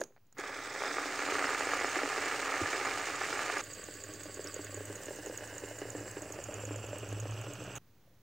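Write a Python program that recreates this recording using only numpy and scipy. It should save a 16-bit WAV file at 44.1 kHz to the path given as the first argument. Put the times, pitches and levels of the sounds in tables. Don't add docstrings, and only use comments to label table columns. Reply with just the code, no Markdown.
import sys
import numpy as np
from scipy import signal
from scipy.fft import rfft, irfft
from scipy.io import wavfile
from scipy.ndimage import uniform_filter1d, map_coordinates

SR = 44100
rng = np.random.default_rng(int(sys.argv[2]) if len(sys.argv) > 2 else 0)


def level_to_linear(level):
    exponent = np.asarray(level, float) / 20
    return 10 ** exponent


def pcm_store(signal):
    levels = np.round(np.clip(np.atleast_2d(signal), -1, 1) * 32767)
    wavfile.write(sys.argv[1], SR, levels.astype(np.int16).T)


N = 362485

START, CUT, END = 0.348, 3.613, 7.7825
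FIRST_ROOM_DB = -6
# f/Hz, density/dB per Hz
NEAR_SILL = [(88, -52), (150, -26), (237, -15), (281, -3), (333, -5.5), (406, 1), (688, -3), (771, 0.5),
             (1020, -6), (1220, -2), (1500, -5.5), (1730, -3.5), (2210, -6), (3290, -27), (4500, -16.5),
             (5850, -43), (9900, -120)]
# t/s, lower ring peak level/dB, upper ring peak level/dB, lower ring f/Hz
TURN_TICKS = [(3.6387, -35.7, -40, 6900), (3.7328, -38.1, -42, 6770), (3.8397, -36.4, -42.5, 6840),
              (3.9394, -40, -44, 6770), (4.037, -34, -39, 6820), (4.1375, -37.5, -41.2, 6800),
              (4.234, -38, -37.7, 6730), (4.343, -36.5, -39.1, 6850), (4.442, -37, -39, 6770),
              (4.5423, -32.5, -33, 6820), (4.6445, -39.5, -37, 6770), (4.7433, -36, -34, 6830),
              (4.854, -42, -37, 6600), (4.9541, -40.0, -42.7, 6760), (5.0569, -38.5, -40.0, 6800),
              (5.1597, -45, -42, 6640), (5.2609, -36.5, -39.9, 6730), (5.375, -33.5, -36, 6700),
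              (5.475, -41, -43, 6700), (5.5807, -37, -38, 6740), (5.687, -41, -44, 6800),
              (5.7867, -39.1, -42.0, 6800), (5.902, -36.5, -38, 6850), (6.0033, -43, -46, 6890),
              (6.112, -42, -38, 6570), (6.22, -37, -36, 6650), (6.3225, -36, -35.5, 6640),
              (6.439, -33.5, -38.8, 6720), (6.541, -34.5, -42.7, 6780), (6.6523, -33.5, -41, 6855),
              (6.7597, -37.8, -40, 6900), (6.8643, -44, -43.1, 6860), (6.984, -46, -40, 6520),
              (7.0891, -43.5, -42.7, 6700), (7.1997, -37, -39, 6680), (7.3093, -43, -45, 6680),
              (7.414, -41.5, -43, 6900), (7.5352, -41, -39, 6760), (7.64, -44, -45, 6780),
              (7.754, -40, -44, 6630)]


def close_spin():
    # t/s, rattle level/dB
    rattle_levels = [(.358, -72), (.372, -53), (.39, -44), (.55, -43), (.94, -38.5), (1.29, -38),
                     (1.325, -35), (1.5, -34.5), (1.68, -35.5), (1.85, -37), (2.7, -35.5), (3.15, -38.5),
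                     (3.6, -37.5)]
    # f/Hz, width/Hz, level/dB
    sill_modes = [(279, 22, 0), (386, 400, -21), (1210, 34, 3.5), (1410, 49, 1.5), (1687, 91, 0.5),
                  (2030, 290, -4), (2350, 91, 1.5), (2650, 65, 0)]
    # f/Hz, density/dB per Hz
    open_hiss = [(1650, -18.5), (2800, 1.5), (3330, -6.5), (3610, -4.5), (3990, -6.5), (6290, -5.5),
                 (6910, -2.5), (8160, -8), (9290, -13), (9920, -24), (10900, -19), (12100, -31),
                 (15100, -18.5), (15800, -24)]
    # f/Hz, density/dB per Hz
    shaded_hiss = [(1530, -23), (2600, -7), (2850, -7.5), (3600, 1), (4310, -8.5), (5120, -1.5),
                   (7990, -5.5), (9950, -19.5), (11100, -18), (11800, -29), (15800, -19)]
    # t/s, peak level/dB, loudest mode f/Hz
    cap_knocks = [(0.8369, -18, 1140), (0.9425, -21, 2000), (0.9839, -15.5, 1240), (1.0573, -22, 275),
                  (1.2035, -24, 1680), (1.2876, -17.5, 1210), (1.3007, -21, 2380), (1.3221, -17, 387),
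                  (1.3443, -23, 400), (1.3538, -15.5, 1270), (1.385, -21, 1150), (1.4254, -18.5, 1280),
                  (1.4431, -15.5, 1790), (1.4538, -19, 1350), (1.4921, -18, 1230), (1.5053, -21, 1160),
                  (1.5473, -23, 1280), (1.6088, -19, 1270), (1.6212, -22, 1340), (1.6452, -29, 1350),
                  (1.6703, -21.5, 474), (1.7169, -19, 1700), (1.735, -15, 1200), (1.7668, -21, 1180),
                  (1.8117, -16, 1210), (1.8339, -23, 1740), (1.8452, -15.5, 390), (1.9675, -19.5, 374),
                  (1.9894, -17.5, 1360), (2.0175, -22, 413), (2.0337, -17.5, 280), (2.1003, -20.5, 1210),
                  (2.1616, -18, 1210), (2.1787, -19.5, 370), (2.2355, -25, 410), (2.2586, -22, 1720),
                  (2.3124, -20.5, 1390), (2.3432, -20, 1160), (2.4183, -27, 1180), (2.4923, -21, 1220),
                  (2.5202, -22, 1230), (2.5405, -18, 2050), (2.5661, -19.5, 1690), (2.6348, -23, 1260),
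                  (2.6588, -19.5, 1760), (2.6869, -22, 1790), (2.7322, -17, 2090), (2.7797, -23.5, 363),
                  (2.8129, -20.5, 447), (2.85, -26, 720), (2.868, -22.5, 1920), (2.9763, -27, 1390),
                  (3.0703, -24, 1670), (3.0996, -24, 1410), (3.2172, -19, 1790), (3.2981, -23, 550),
                  (3.3283, -18, 1390), (3.5271, -23, 444)]
    # t/s, peak level/dB
    light_blows = [(0.4382, -24), (0.711, -33), (0.761, -27), (0.8206, -20), (0.91, -26), (0.9682, -25),
                   (1.192, -20.5), (1.2335, -23), (1.277, -23), (1.9583, -19), (2.3237, -24), (3.2122, -26),
                   (3.241, -25), (3.392, -20), (3.4991, -20)]

    contact = balls(900, 2.63, 0.59, 1.37, 0.0087)
    thinned = contact * lulls(cap_knocks, 0.32, 0.0074)
    sill = colour(thinned, NEAR_SILL, sill_modes, ring_db=2.0)

    fine_contact = balls(2500, 1.8, 0.67, 2.2, 0.0065)
    source = 0.35 * contact + fine_contact + 0.3 * pings(700, 8.9, 110)
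    hiss = blend(source, [shaded_hiss, open_hiss], (0.92, 1.18))

    rattle_db = curve(rattle_levels)
    over_db = rattle_db + 38
    hiss_db = -44 + np.minimum(1.53 * over_db, 0.27 * over_db)
    spin = level_to_linear(rattle_db) * sill + level_to_linear(hiss_db) * hiss

    blows = [(s, db, 1500) for s, db in light_blows]
    spin = spin + knocks(blows, 0.0, body(NEAR_SILL, sill_modes), 0.0043)
    knock_body = body(NEAR_SILL, sill_modes, ring_db=-9.0)
    spin = spin + knocks(cap_knocks, -1.7, knock_body, 0.0033, ring=0.56, sharpness=6.6, heavy_db=-16.0)
    return between(START, CUT) * spin


def far_spin():
    # t/s, sill rumble level/dB, cage whirr level/dB, bearing hiss level/dB
    spin_levels = [(3.62, -55, -55, -53), (3.8, -55, -54.5, -53.5), (5.0, -50, -52.5, -53.5),
                   (5.55, -50.5, -51.5, -55), (5.94, -50, -50.5, -54), (6.61, -51, -50, -54.5),
                   (7.61, -52, -52.5, -58.5), (7.78, -52, -49.5, -61)]
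    # f/Hz, density/dB per Hz
    far_sill = [(82, -29.5), (140, -24), (155, -27), (193, -8.5), (243, -16.5), (296, 1), (335, -5),
                (391, -2.5), (456, -3.5), (576, -1), (709, -12), (793, -10.5), (1100, -20), (1430, -28),
                (2420, -120)]
    # f/Hz, width/Hz, level/dB
    far_modes = [(293, 67, 1), (406, 32, 1), (496, 34, 0.5), (609, 34, 1.5)]
    # t/s, peak level/dB, loudest mode f/Hz
    far_knocks = [(3.792, -37, 412), (3.885, -34, 297), (4.089, -37, 299), (4.138, -40, 304),
                  (4.255, -35.5, 286), (4.294, -36, 401), (4.392, -31, 376), (4.442, -43, 393),
                  (4.562, -32, 500), (4.591, -32, 290), (4.725, -38, 540), (4.743, -36, 293),
                  (4.772, -33.5, 420), (4.805, -32, 452), (4.899, -33, 394.5), (4.963, -39, 487),
                  (5.003, -37, 382), (5.082, -29, 564), (5.106, -30, 554), (5.162, -42, 306),
                  (5.186, -38, 294), (5.266, -30.5, 415), (5.296, -30.5, 304), (5.324, -38, 404),
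                  (5.42, -37, 306), (5.525, -37, 383), (5.635, -30, 401), (5.71, -36.5, 600),
                  (5.816, -27.5, 401), (5.852, -33.5, 398), (5.885, -36, 565), (5.949, -27.5, 315),
                  (6.007, -34, 301), (6.056, -38, 374), (6.167, -30, 392), (6.221, -40, 313),
                  (6.256, -37, 404.4), (6.303, -33.5, 312), (6.359, -36, 482), (6.387, -29.5, 584),
                  (6.485, -31, 624), (6.55, -37, 391), (6.581, -34, 585), (6.635, -32.5, 500),
                  (6.676, -35.5, 559), (6.707, -29.5, 380), (6.758, -37, 573), (6.839, -32.5, 520),
                  (6.885, -36.5, 507), (6.929, -28.5, 612), (6.962, -37, 497), (7.029, -33.5, 350),
                  (7.125, -29.5, 385), (7.172, -38, 574), (7.224, -37, 551), (7.254, -31, 493),
                  (7.437, -41, 514), (7.467, -35, 560), (7.48, -38, 313), (7.705, -37, 404)]
    # f/Hz, density/dB per Hz
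    whirr_spectra = [
        [(380, -27), (650, -6), (809, -12), (1010, -16), (1120, 1.5), (1320, -9.5), (1490, 0), (1780, -0.5),
         (2160, -6), (2400, -9), (2700, -5.5), (4200, -19.5), (5460, -46), (9240, -120)],
        [(380, -40), (650, -5.5), (815, -5), (1270, -9), (1660, 1.5), (2130, -6), (2280, -13), (2930, -3.5),
         (3170, -18), (4200, -19), (5460, -17.5), (9240, -120)],
        [(380, -29), (650, 0), (1050, -5), (1450, -1), (1720, -5), (2110, -13), (2490, -3), (2860, -0.5),
         (3590, -20), (4200, -54), (5460, -85), (9240, -120)],
    ]
    # t/s, position (0-2)
    whirr_path = [(4.7, 0), (5.1, 0.87), (6.15, 1.27), (6.45, 1.78), (7.5, 2.32)]
    # f/Hz, density/dB per Hz
    hiss_spectra = [
        [(1940, -24), (3300, -12.5), (4150, -12.5), (4670, -0.5), (5390, -14), (6300, -9), (6640, -4),
         (7770, -2), (10400, -21.5), (12900, -23), (15800, -10)],
        [(1940, -49), (3300, -14), (4550, -9), (5250, -9), (6950, -3), (7980, -3.5), (10800, -19), (12900, -21),
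         (14200, -12), (15800, -11)],
        [(1940, -17), (3300, -5), (3960, -10.5), (5350, -7.5), (6020, -3), (7050, -8), (7620, -1),
         (9580, -19.5), (12600, -17), (15800, -23)],
    ]
    hiss_moments = [4.54, 5.1, 7.64]
    # f/Hz, width/Hz, depth/dB, swells a turn, place in the turn (0-1)
    hiss_swells = [(4700, 600, 3.5, 2, .25), (6750, 400, 6.5, 1, .15), (7600, 900, 4, 1, .74),
                   (6000, 500, 4.5, 2, .2)]
    # t/s, f/Hz, level/dB
    race_song = [(3.62, 7700, -58), (4.6, 7700, -62), (5.3, 7360, -66), (5.7, 7240, -58), (6.1, 7450, -58),
                 (6.5, 7300, -61), (6.85, 7430, -56), (7.3, 7600, -72), (7.78, 7600, -65)]
    # t/s, f/Hz, level/dB
    low_song = [(5.6, 4700, -83), (5.9, 4800, -68), (7.3, 4600, -75)]

    rumble = balls(400, 3.5, 0.27, 1.4, 0.025)
    late = [(s + 0.001276, db, hz) for s, db, hz in far_knocks]
    sill = colour(rumble * lulls(late, 0.21, 0.008), far_sill, far_modes, ring_db=7.5)

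    cage = 0.66 * rumble + balls(1200, 1.6, 0.9, 2.47, 0.0095)
    whirr = blend(cage, whirr_spectra, *np.transpose(whirr_path))

    bearing = balls(2500, 2.0, 0.92, 1.0, 0.012) + 0.2 * pings(330, 6.4, 170)
    hiss = evened(mirrored(blend(bearing, hiss_spectra, hiss_moments)))
    turns = np.interp(np.arange(N) / SR, np.array(TURN_TICKS)[:, 0], np.arange(len(TURN_TICKS)))
    for hz, width, db, times, place in hiss_swells:
        swell = level_to_linear(db * np.cos(2 * np.pi * times * (turns - place)))
        hiss = hiss + (swell - 1) * resonate(hiss, hz, width)

    spin = sum(level_to_linear(curve(spin_levels, k + 1)) * part for k, part in enumerate((sill, whirr, hiss)))

    hz = curve(race_song)
    sing = resonate(balls(3000, 2.2, 0.95, 4.3, 0.0081), hz, 420)
    sing = evened(resonate(sing, hz, 700))
    spin = spin + level_to_linear(curve(race_song, 2) + 4.0 * np.cos(2 * np.pi * (turns - 0.7))) * sing

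    low = resonate(rng.standard_normal(N), curve(low_song), 300)
    low = evened(resonate(low, 4480, 600))
    spin = spin + level_to_linear(curve(low_song, 2) + 2.8 * np.cos(4 * np.pi * (turns - 0.25))) * low

    knock_body = body(far_sill, far_modes, ring_db=-3.5)
    spin = spin + knocks(late, -1.8, knock_body, 0.0049, ring=0.65, sharpness=7.1)
    spin = spin + knocks(late, -11.5, body(whirr_spectra[1]), 0.0066)
    return between(CUT, END) * spin


def ticks():
    # width/Hz, level/dB
    tick_modes = [(204, 1), (310, -1), (700, -23.5)]
    out, t = np.zeros(N + 3000), np.arange(3000) / SR
    luck = rng.random((len(TURN_TICKS), 4))
    noises = rng.standard_normal((len(TURN_TICKS), 3000))
    for (s, db, upper_db, low_hz), noise, u in zip(TURN_TICKS, noises, luck):
        fade = np.exp(-t / 0.0018) + 0.17 * np.exp(-t / 0.0086)
        chatter = (noise + 6 * (t == 0)) * fade
        pitches = [low_hz, 7600 + 500 * u[0], 11600]
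        levels = [db, upper_db, upper_db + 10 * u[1]]
        for (width, ring_db), hz, level in zip(tick_modes, pitches, levels):
            ring = resonate(resonate(chatter, hz, width), hz, 4.0 * width)
            out[round(s * SR):][:3000] += level_to_linear(level + ring_db) * ring / abs(ring).max()

    snaps = [(s + 0.0083 * u[2] ** 2, upper_db - 7 - 11 * u[3], 14400)
             for (s, db, upper_db, hz), u in zip(TURN_TICKS, luck)]
    snap = resonate(strikes(snaps, 0.0094, 1.2), 15000, 2600)
    snap = resonate(snap, 15000, 2600)
    return (out[:N] + snap) * between(0, END)


def hum():
    # t/s, f/Hz, level/dB
    lower_mode = [(3.62, 104.5, -68), (4.0, 101, -61), (4.6, 100.6, -56.5), (4.92, 102.4, -50),
                  (5.05, 107.6, -70.5), (5.62, 107.8, -55.5), (5.76, 108.4, -58.5), (5.9, 107.3, -54.5),
                  (6.45, 105.7, -58), (6.68, 105.9, -43.5), (7.0, 105.6, -50.5), (7.14, 104.6, -41),
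                  (7.35, 107.7, -39.5), (7.5, 108, -50), (7.78, 108.8, -72)]
    # t/s, level/dB
    upper_mode = [(5.6, -82), (5.9, -58), (6.45, -66), (6.7, -61), (7.0, -52), (7.35, -52), (7.5, -51),
                  (7.78, -51)]
    # t/s, beats
    beat_count = [(3.62, -20), (5.89, 0), (7.13, 11), (7.35, 13.3), (7.55, 16), (7.78, 19.3)]
    # rows of t/s, level/dB; then its f/Hz
    third_mode = [(6.3, -80), (6.95, -64), (7.78, -63)], 183
    strand_levels, strand_hz = third_mode

    hz = curve(lower_mode)
    cycles = np.cumsum(hz) / SR
    shake = rng.standard_normal(N)
    fuzz = evened(resonate(resonate(shake, hz, 30), hz, 25))
    strand = evened(resonate(resonate(shake, strand_hz, 10), strand_hz, 10))
    strand = level_to_linear(curve(strand_levels)) * strand
    tone = np.sqrt(2) * np.sin(2 * np.pi * cycles)
    lower = level_to_linear(curve(lower_mode, 2)) * evened(tone + 0.22 * fuzz)
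    upper = level_to_linear(curve(upper_mode)) * np.sqrt(2) * np.sin(2 * np.pi * (cycles + curve(beat_count)))
    return between(CUT, END) * (lower + upper + strand)


def hands():
    # rows of t/s, level/dB; then rows of f/Hz, density/dB per Hz
    settling = [(0.0, -43), (0.012, -40), (0.13, -70)], [(88, -49), (150, -11), (405, 2), (685, -9.5),
                (5400, -31), (6690, -8), (7510, -29), (15800, -38)]
    # rows of f/Hz, density/dB per Hz; then level/dB; then start t/s
    scrape = [(1760, -43), (3000, -16), (3820, -13), (4680, -38), (6440, 1), (7390, -16), (10800, -19),
              (15800, -20)], -48, 7.755
    # t/s, peak level/dB, loudest mode f/Hz
    finger_taps = [(.0374, -43, 1500), (.123, -58, 1300), (.164, -50, 685), (.171, -53, 1700),
                   (.178, -54, 800), (.326, -57, 1800)]
    # t/s, peak level/dB, f/Hz, t60/s
    thumps = [(.001, -31, 460, 0.019), (.0135, -21, 550, 0.03), (.0145, -27.5, 1660, 0.017),
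              (.023, -32, 400, 0.034), (.106, -52, 520, 0.033), (2.612, -24.5, 328, 0.046),
              (.389, -26.5, 374, 0.028), (8.075, -55, 553, 0.038), (8.1, -58, 339, .04),
              (8.114, -59, 500, 0.024), (.0155, -43, 2300, 0.012)]
    # t/s, peak level/dB, f/Hz
    clicks = [(0.0064, -38, 6720), (0.0149, -35.5, 6360), (0.0374, -37.5, 6420), (0.2678, -68, 6800),
              (0.3257, -54, 6800), (0.3835, -41, 6800), (0.3974, -39, 6800), (3.5828, -35, 6750),
              (3.9694, -45, 7500), (4.472, -37, 5470), (4.4784, -46, 4960), (4.4844, -42, 8000),
              (5.034, -39, 7400), (7.1267, -44, 7630), (7.1268, -42, 6580)]
    # t/s, peak level/dB, f/Hz, t60/s
    bump = [
        (2.614, -35, 90, 0.12),
    ]

    settle_levels, settle_spectrum = settling
    settle = level_to_linear(curve(settle_levels) - 6.5) * colour(rng.standard_normal(N), settle_spectrum)
    settle = between(0, 0.17) * settle
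    scrape_spectrum, scrape_db, scrape_start = scrape
    grip = level_to_linear(scrape_db) * colour(balls(3000, 3.4, 0.97, 2.4, 0.0055), scrape_spectrum)
    grip = between(scrape_start, END) * grip
    tapping = knocks(finger_taps, -0.1, body(NEAR_SILL), 0.0037, ring=0.43, sharpness=2.8)
    impacts = strikes(thumps, 0.02, 0.32) + strikes(clicks, 0.02, 0.46) + strikes(bump, 0.1, 0.81)
    return settle + grip + tapping + impacts


def room():
    # f/Hz, density/dB per Hz
    room_tone = [(24, -42), (40, -13.5), (75, -7), (111, -0.5), (151, -7.5), (430, -17.5), (512, -19.5),
                 (4990, -33), (6560, -32), (8640, -45), (15800, -31)]
    # rows of t/s, level/dB; then rows of f/Hz, density/dB per Hz
    low_shake = [ [(0.36, -71), (1.35, -63), (5.67, -60), (5.86, -57.5), (7.78, -54.5)], ][0], [(24, -43),
                 (40, -17), (59, -5), (108, 1), (167, -9.5), (220, -6), (290, -23.5), (480, -120)]

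    spinning = between(START, END)
    shake_levels, shake_spectrum = low_shake
    shake = spinning * level_to_linear(curve(shake_levels)) * colour(rng.standard_normal(N), shake_spectrum)

    whine_hz = 15600
    fizz = resonate(resonate(rng.standard_normal(N), whine_hz, 450), whine_hz, 450)
    tone = np.sqrt(2) * np.sin(2 * np.pi * whine_hz * np.arange(N) / SR)
    whine_db = -72 - 14 * (1 - spinning) - 4.5 * between(CUT, END)
    whine = level_to_linear(whine_db) * (tone + level_to_linear(-4.0) * evened(fizz))

    air_db = -66 + FIRST_ROOM_DB * between(0, START)
    return level_to_linear(air_db) * colour(rng.standard_normal(N), room_tone) + shake + whine


def balls(per_s, spread_db, smooth, gust_db, gust_s):
    sign = rng.choice([-1., 1.], N)
    size = level_to_linear(spread_db * np.minimum(rng.exponential(1, N), 3.6)) * sign
    hits = evened(size * (rng.random(N) < per_s / SR))
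    span = max(round(gust_s * SR), 2)
    gust = uniform_filter1d(rng.standard_normal(N), span)
    gust = evened(uniform_filter1d(gust, span))
    return (hits + smooth * rng.standard_normal(N)) * level_to_linear(gust_db * 2 * np.tanh(gust / 2))


def pings(per_s, spread_db, width):
    race_modes = [5010, 5230, 6320, 6840, 7160, 7700, 8100, 8410]
    size = level_to_linear(spread_db * np.minimum(rng.exponential(1, N), 3.6))
    size = size * (rng.random(N) < per_s / SR)
    mode, t = rng.integers(0, len(race_modes), N), np.arange(800) / SR
    total = np.zeros(N)
    for k, hz in enumerate(race_modes):
        ring = np.sin(2 * np.pi * hz * t) * t * np.exp(-np.pi * width * t)
        total += signal.oaconvolve(size * (mode == k), ring)[:N]
    return evened(total)


def knocks(rows, trim_db, taps, bounce_s, ring=0., sharpness=8., heavy_db=0.):
    out, t = np.zeros(N + 6000), np.arange(-300, 600) / SR
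    for (s, db, hz), draw in zip(rows, rng.standard_normal((len(rows), 900))):
        before = np.clip(1 + (db - heavy_db) / 4, 0, 1)
        bounces = draw * (abs(draw) > 2.5) * np.where(t < 0, before, 1)
        blows = (bounces + 4 * (t == 0)) * np.exp(-abs(t) / bounce_s)
        knock = evened(signal.fftconvolve(blows, taps))
        knock = knock + ring * evened(resonate(knock, hz, hz / sharpness))
        out[round(s * SR):][:len(knock)] += level_to_linear(db + trim_db) * knock / abs(knock).max()
    return out[300:][:N]


def lulls(rows, depth, lift_s):
    marks = np.zeros(N)
    marks[[round(row[0] * SR) for row in rows]] = 1
    lift = np.hanning(2 * round(lift_s * SR) + 1)
    lifted = signal.oaconvolve(marks, lift)[round(1.5 * lift_s * SR):][:N]
    return 1 - depth * np.minimum(lifted, 1)


def strikes(rows, t60, rough):
    out, t = np.zeros(N + 8000), np.arange(8000) / SR
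    for (s, db, hz, *own), noise in zip(rows, rng.standard_normal((len(rows), 8000))):
        bounce = resonate(resonate(noise, hz, 0.45 * hz), hz, 1.8 * hz)
        ring = np.sin(2 * np.pi * hz * t) + rough * evened(bounce)
        decay = level_to_linear(db - 60 * t / (own or [t60])[0])
        out[round(s * SR):][:8000] += decay * ring * (1 - np.exp(-t * hz / 0.71))
    return out[:N]


def mirrored(x):
    # t/s, delay/ms, strength (0-1)
    pane = [(4.4, 1.065, .15), (5.0, .975, .35), (5.6, .835, .45), (6.2, .78, .45), (6.45, .705, .45),
            (7.0, .655, .3), (7.78, .655, .15)]
    place = np.arange(N) - curve(pane) * SR / 1000
    band = signal.butter(2, [6600, 11000], "band", fs=SR, output="sos")
    treble = signal.sosfiltfilt(band, x)
    return x + curve(pane, 2) * map_coordinates(treble, [place], order=3)


def blend(x, spectra, times, places=None):
    stops = np.arange(len(times)) if places is None else np.clip(places, 0, 2)
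    place = np.interp(np.arange(N) / SR, times, stops)
    return evened(sum(np.maximum(1 - abs(place - k), 0) * colour(x, s) for k, s in enumerate(spectra)))


def colour(x, *spectrum, **how):
    return evened(signal.oaconvolve(x, body(*spectrum, **how))[:N])


def body(points, rings=(), ring_db=0):
    hz = abs(np.fft.fftfreq(8192, 1 / SR))
    lift = sum(level_to_linear(db + ring_db) / np.hypot(1, 2 * (hz - f) / w) for f, w, db in rings)
    log_gain = np.log(np.maximum(level_to_linear(read(points, hz)) * (1 + lift), 1e-5))
    taps = np.fft.ifft(np.exp(np.conj(signal.hilbert(log_gain)))).real[:4096]
    return taps / np.linalg.norm(taps)


def resonate(x, hz, width):
    turn = np.exp(2j * np.pi * np.cumsum(hz * np.ones(len(x))) / SR)
    r = np.exp(-np.pi * width / SR)
    return 2 * (turn * signal.lfilter([1 - r], [1, -r], x / turn)).real


def evened(x):
    return x / np.sqrt(np.mean(x ** 2) + 1e-20)


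def read(points, hz):
    f, value = np.transpose(points)
    return np.interp(np.log(hz + 1), np.log(f + 1), value)


def curve(rows, column=1):
    table = np.array(rows)
    return np.interp(np.arange(N) / SR, table[:, 0], table[:, column])


def between(start, stop):
    return (np.arange(N) >= start * SR) & (np.arange(N) < stop * SR)


def scene():
    mono = close_spin() + far_spin() + ticks() + hum() + hands() + room()
    return np.tile(mono, (2, 1))


def top_cut(x):
    return signal.sosfilt(signal.butter(12, 16620, fs=SR, output="sos"), x)


def record(dry):
    # f/Hz, left minus right level/dB
    channel_lean = [(60, -1), (500, -1.2), (1170, -1.5), (1790, -2.0), (2740, -3), (4190, -8), (6410, -7),
                    (9810, 5), (15000, -2.5)]
    limit, edge_hz = 0.17, 15900
    hz = np.fft.rfftfreq(N, 1 / SR)
    lean = level_to_linear(read(channel_lean, hz))
    sides = np.array([2 * lean / (1 + lean), 2 / (1 + lean)])
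    hiss_db = -78.5 + FIRST_ROOM_DB * between(0, START)
    hiss = level_to_linear(hiss_db) * rng.standard_normal((2, N))
    pair = rfft(limit * np.tanh(dry / limit)) * sides + rfft(hiss)
    mix = irfft(pair / (1 + (hz / edge_hz) ** 200), N) - 0.0006
    return top_cut(mix)


dry = scene()
out = record(dry)
pcm_store(out)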